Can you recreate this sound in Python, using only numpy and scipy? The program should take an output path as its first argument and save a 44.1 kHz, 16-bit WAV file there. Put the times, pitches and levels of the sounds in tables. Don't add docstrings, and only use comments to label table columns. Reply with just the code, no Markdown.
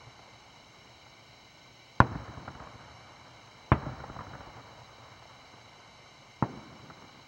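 import sys
import numpy as np
from scipy import signal
from scipy.fft import rfft, irfft, next_fast_len
from scipy.io import wavfile

SR = 44100
rng = np.random.default_rng(int(sys.argv[2]) if len(sys.argv) > 2 else 0)


def materialize(psi):
    bounded = np.clip(np.atleast_2d(psi).T, -1, 1)
    quanta = np.round(bounded * 32767).astype(np.int16)
    wavfile.write(sys.argv[1], SR, quanta)


N = 320607
TIME = np.arange(N) / SR

# t/s, level/dB, sideways offset/m, rumble in the near streets/dB, reach into town/dB,
# overpressure/ms, bass edge/Hz, treble edge/Hz, crack f/Hz, crack/dB, its overtones/dB, boom/dB,
# boom tilt/(dB per octave), near scatter/dB
SHELLS = [(2.003, -0.9, 0, 1, -0.5, 0.97, 66, 2460, 1000, 1.5, 5.5, -13, 4.5, -18),
          (3.7184, -2, 7, -1, 0.66, 1.1, 60, 2600, 1050, -6.5, -3, -7, -7.5, -17),
          (6.4248, -13.5, 0, 2, -7.5, 2.7, 159, 1720, 890, -1, 1, -1, 1, -11)]
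# f/Hz, level/dB
RUMBLE = [(25, -28), (55, 3.5), (85, 1), (125, 4.5), (170, -6), (290, -7.5), (400, -16), (700, -24)]
CLATTER = [(250, -46), (450, -3), (700, 0.5), (1000, 1.5), (1400, -3), (1800, -10), (2400, -20),
           (3500, -37)]


def from_db(db):
    return 10 ** (np.asarray(db) / 20)


def rms_one(x):
    return x / np.sqrt(np.mean(x ** 2) + 1e-20)


def add(out, s, sound):
    at = int(round(s * SR))
    out[at:at + len(sound)] += sound[:len(out) - at]


def cut(x, hz, kind, order=2):
    return signal.sosfilt(signal.butter(order, hz, kind, fs=SR, output="sos"), x)


def ring(x, hz, t60):
    r, w = from_db(-60 / (t60 * SR)), 2 * np.pi * hz / SR
    return signal.lfilter([0, np.sin(w)], [1, -2 * r * np.cos(w), r * r], x)


def noise(spectrum, peaks=(), size=N):
    padded = next_fast_len(size)
    hz = np.maximum(np.arange(padded // 2 + 1) * SR / padded, 1)
    points_hz, points_db = np.transpose(spectrum)
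    smooth_db = np.interp(np.log(hz), np.log(points_hz), points_db, left=-np.inf, right=-np.inf)
    power = from_db(smooth_db) ** 2
    for centre, width, db in peaks:
        power += (from_db(db) / (1 + ((hz - centre) / width) ** 2 * 2)) ** 2
    white = rfft(rng.standard_normal(padded))
    return rms_one(irfft(white * np.sqrt(power), padded)[:size])


def puff(spectrum, envelope, peaks=()):
    shaped = noise(spectrum, peaks, size=len(envelope)) * envelope
    return rms_one(shaped) * np.sqrt(np.mean(envelope ** 2))


def flutter(per_s, depth_db):
    knots = rng.standard_normal(int(N / SR * per_s) + 2)
    return from_db(depth_db * np.interp(TIME * per_s, np.arange(len(knots)), knots))


def display_wash(level_db=-59):
    # f/Hz, level/dB
    spectrum = [(20, -23.5), (40, -6), (65, -3.5), (95, -1), (118, 6.5), (160, -3.5), (300, -4),
                (450, -7.5), (650, -4), (950, -4.5), (1350, -12), (1750, -21), (3000, -35)]
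    return from_db(level_db) * flutter(27, depth_db=1.1) * noise(spectrum)


def camera_hiss(hiss_db=-58, whine_db=-84.5, whine_hz=15741, beat_hz=.336):
    # f/Hz, level/dB
    spectrum = [(1000, -11.5), (2000, -12), (3400, -9.5), (4500, -3), (5000, -3.5), (5850, -23.5),
                (6600, -8.5), (7500, -12.5), (8300, -16.5), (9600, -18), (12000, -23.5), (15500, -25.5)]
    # f/Hz, width/Hz, level/dB
    resonances = [(1506, 60, 11.5), (1870, 130, 4.5), (2118, 100, 16), (2278, 113, 14.5), (2590, 79, 2.5),
                  (2924, 193, 12), (3163, 55, 10.5), (3550, 90, 2), (3959, 141, 15.5), (4336, 55, 11.5),
                  (4710, 190, 4), (5160, 78, 0), (5443, 185, 8.5), (6050, 80, -0.5), (6295, 190, 7),
                  (6780, 110, -0.5), (7200, 230, -5.5), (7740, 180, -6.5)]
    whine = np.sin(2 * np.pi * whine_hz * TIME) * np.sin(np.pi * beat_hz * TIME)
    return from_db(hiss_db) * noise(spectrum, resonances) + from_db(whine_db) * rms_one(whine)


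def range_power(town_range, s):
    delay, rise_s, fade_db_per_s, rumble_db, clatter_db = town_range
    t = np.maximum(TIME - s - delay, 0)
    swell = (1 - np.exp(-(t / rise_s) ** 2)) * from_db(-fade_db_per_s * t)
    return (from_db([[rumble_db], [clatter_db]]) * swell) ** 2


def roll(s, street_db=0, reach_db=0):
    # delay/s, rise/s, fade/(dB per s), rumble/dB, clatter/dB
    nearest_roofs = (0, 0.16, 202, -51, -31)
    near_streets = (0, 0.01, 22, -41, -43)
    far_blocks = (.42, .1, 26.5, -48.5, -48.5)
    horizon = (0, 0.61, 5.5, -55.5, -50)
    streets = from_db([[street_db], [reach_db]]) ** 2 * range_power(near_streets, s)
    town = sum(range_power(town_range, s) for town_range in (nearest_roofs, far_blocks, horizon))
    rumble_gain, clatter_gain = np.sqrt(streets + from_db(reach_db) ** 2 * town)
    rumble = rumble_gain * flutter(45, depth_db=3.0) * noise(RUMBLE)
    clatter = clatter_gain * flutter(70, depth_db=2.0) * noise(CLATTER)
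    return rumble + clatter


def town_rolls(earlier_shell_s=-1.63, bass_edge_ratio=1.07):
    out = roll(earlier_shell_s)
    for s, _, _, street_db, reach_db, _, bass_hz, *_ in SHELLS:
        out += cut(roll(s, street_db, reach_db), bass_edge_ratio * bass_hz, "high", order=3)
    return out


def smear(spectrum, rise_s, peaks=()):
    t = TIME[:SR // 8]
    return puff(spectrum, t / rise_s * np.exp(1 - t / rise_s), peaks)


def far_bang(thud_db, clap_db, knock_hz, knock_db):
    hz = knock_hz * 2 ** rng.uniform(-0.29, 0.23)
    thud = from_db(thud_db) * smear(RUMBLE, rise_s=.005)
    clap = from_db(clap_db) * smear(CLATTER, rise_s=0.0032, peaks=[(hz, 280, knock_db)])
    return thud + clap


def far_shots():
    # t/s, thud/dB, clap/dB
    shots = [(.069, -47, -56), (.192, -62, -50), (1.062, -66, -50.5), (4.037, -52, -37.5),
             (4.818, -62, -48), (5.222, -65, -50), (5.253, -71, -50.5), (5.536, -56, -52)]
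    out = np.zeros(N)
    for s, thud_db, clap_db in shots:
        add(out, s, far_bang(thud_db, clap_db, knock_hz=840, knock_db=7))
    return out


def crack(click, hz, level_db, overtones_db):
    # f/(multiple of its pitch), level/dB, t60/s
    modes = [(1, 3, 0.0098), (1.4, -10.5, 0.014), (1.6, -49, 0.027)]
    main, *overtones = [from_db(db + level_db) * ring(click, ratio * hz, t60) for ratio, db, t60 in modes]
    build_up = 1 - np.exp(-TIME[:len(click)] / 4.5e-4)
    return (main + from_db(overtones_db) * sum(overtones)) * build_up


def wall_boom(click, level_db, tilt_db, pivot_hz=132):
    # f/Hz, level/dB, t60/s
    modes = [(80, -17.5, 0.14), (132, 0, 0.066), (215, -3.5, 0.028), (312, -13, 0.067), (570, -12.5, 0.029)]
    return sum(from_db(db + level_db + tilt_db * np.log2(hz / pivot_hz)) * ring(click, hz, t60)
               for hz, db, t60 in modes)


def near_scatter(t, rise_s=0.00096, spray_t60=0.089, linger_t60=0.25, linger_db=-11):
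    # f/Hz, level/dB
    spray_spectrum = [(50, -7), (90, 9), (180, -8), (300, 8), (450, -11.5), (650, 2), (1000, 1),
                      (1400, -5.5), (1900, -8.5), (2600, -12.5), (3600, -16), (6000, -38)]
    courtyard_spectrum = [(70, -14), (130, 1.5), (220, -2), (310, -5.5), (450, -5.5), (650, -10),
                          (1000, -16)]
    onset = 1 - np.exp(-(t / rise_s) ** 2)
    spray = puff(spray_spectrum, onset * from_db(-60 * t / spray_t60))
    linger = puff(courtyard_spectrum, onset * from_db(-60 * t / linger_t60))
    return spray + from_db(linger_db) * linger


def through_air(x, treble_hz, rounding_hz=3300):
    return cut(cut(x, treble_hz, "low", order=3), rounding_hz, "low")


def burst(overpressure_ms, bass_hz, treble_hz, crack_hz, crack_db, overtones_db, boom_db, tilt_db,
          scatter_db, wall_s=0.012, wall_db=-17):
    t = TIME[:SR // 4]
    age = t / (overpressure_ms / 1000)
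    jump = 1 - np.exp(-t / 1.4e-4)
    front = (1 - age) * np.exp(-age) * jump
    click = signal.unit_impulse(len(t))
    report = front + crack(click, crack_hz, crack_db, overtones_db)
    shock = report + wall_boom(click, boom_db, tilt_db)
    add(shock, wall_s, from_db(wall_db) * cut(report, 1400, "low"))
    shock += from_db(scatter_db) * near_scatter(t)
    return -through_air(cut(shock, bass_hz, "high"), treble_hz)


def shell_bursts():
    out = np.zeros(N)
    for s, db, _, _, _, *shape in SHELLS:
        add(out, s, from_db(db) * burst(*shape))
    return out


def house_echoes(sound_m_per_s=343, bass_edge_ratio=.65):
    # delay/s, extra path/(m per m of the shell's offset), thud/dB, clap/dB
    house_fronts = [(.107, 0, -38, -52), (.147, -.3, -31.5, -42), (.168, .2, -42, -46),
                    (.276, .3, -42.5, -43.5), (.368, .5, -38.5, -43), (.474, -1.45, -43, -41),
                    (.474, -.25, -41.5, -37.5), (.476, .6, -44, -39), (.547, 0, -43.5, -46.5),
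                    (.596, .85, -44.5, -43), (.616, .7, -45, -44), (.666, 0.96, -53, -43.5),
                    (.748, 0.11, -44, -56)]
    out = np.zeros(N)
    for s, _, offset_m, _, reach_db, _, bass_hz, *_ in SHELLS:
        for delay, slant, thud_db, clap_db in house_fronts:
            bang = far_bang(thud_db, clap_db, knock_hz=1150, knock_db=2.5)
            echo = from_db(reach_db) * cut(bang, bass_edge_ratio * bass_hz, "high")
            add(out, s + delay + slant * offset_m / sound_m_per_s, echo)
    return out


def scene():
    return (shell_bursts() + house_echoes() + town_rolls() + far_shots()
            + display_wash() + camera_hiss())[None]


def record(dry, rolloff_hz=36, cutoff_hz=16300):
    heard = np.clip(cut(dry, rolloff_hz, "high"), -1, 1)
    return signal.sosfilt(signal.ellip(10, .1, 70, cutoff_hz, fs=SR, output="sos"), heard)


dry = scene()
out = record(dry)
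materialize(out)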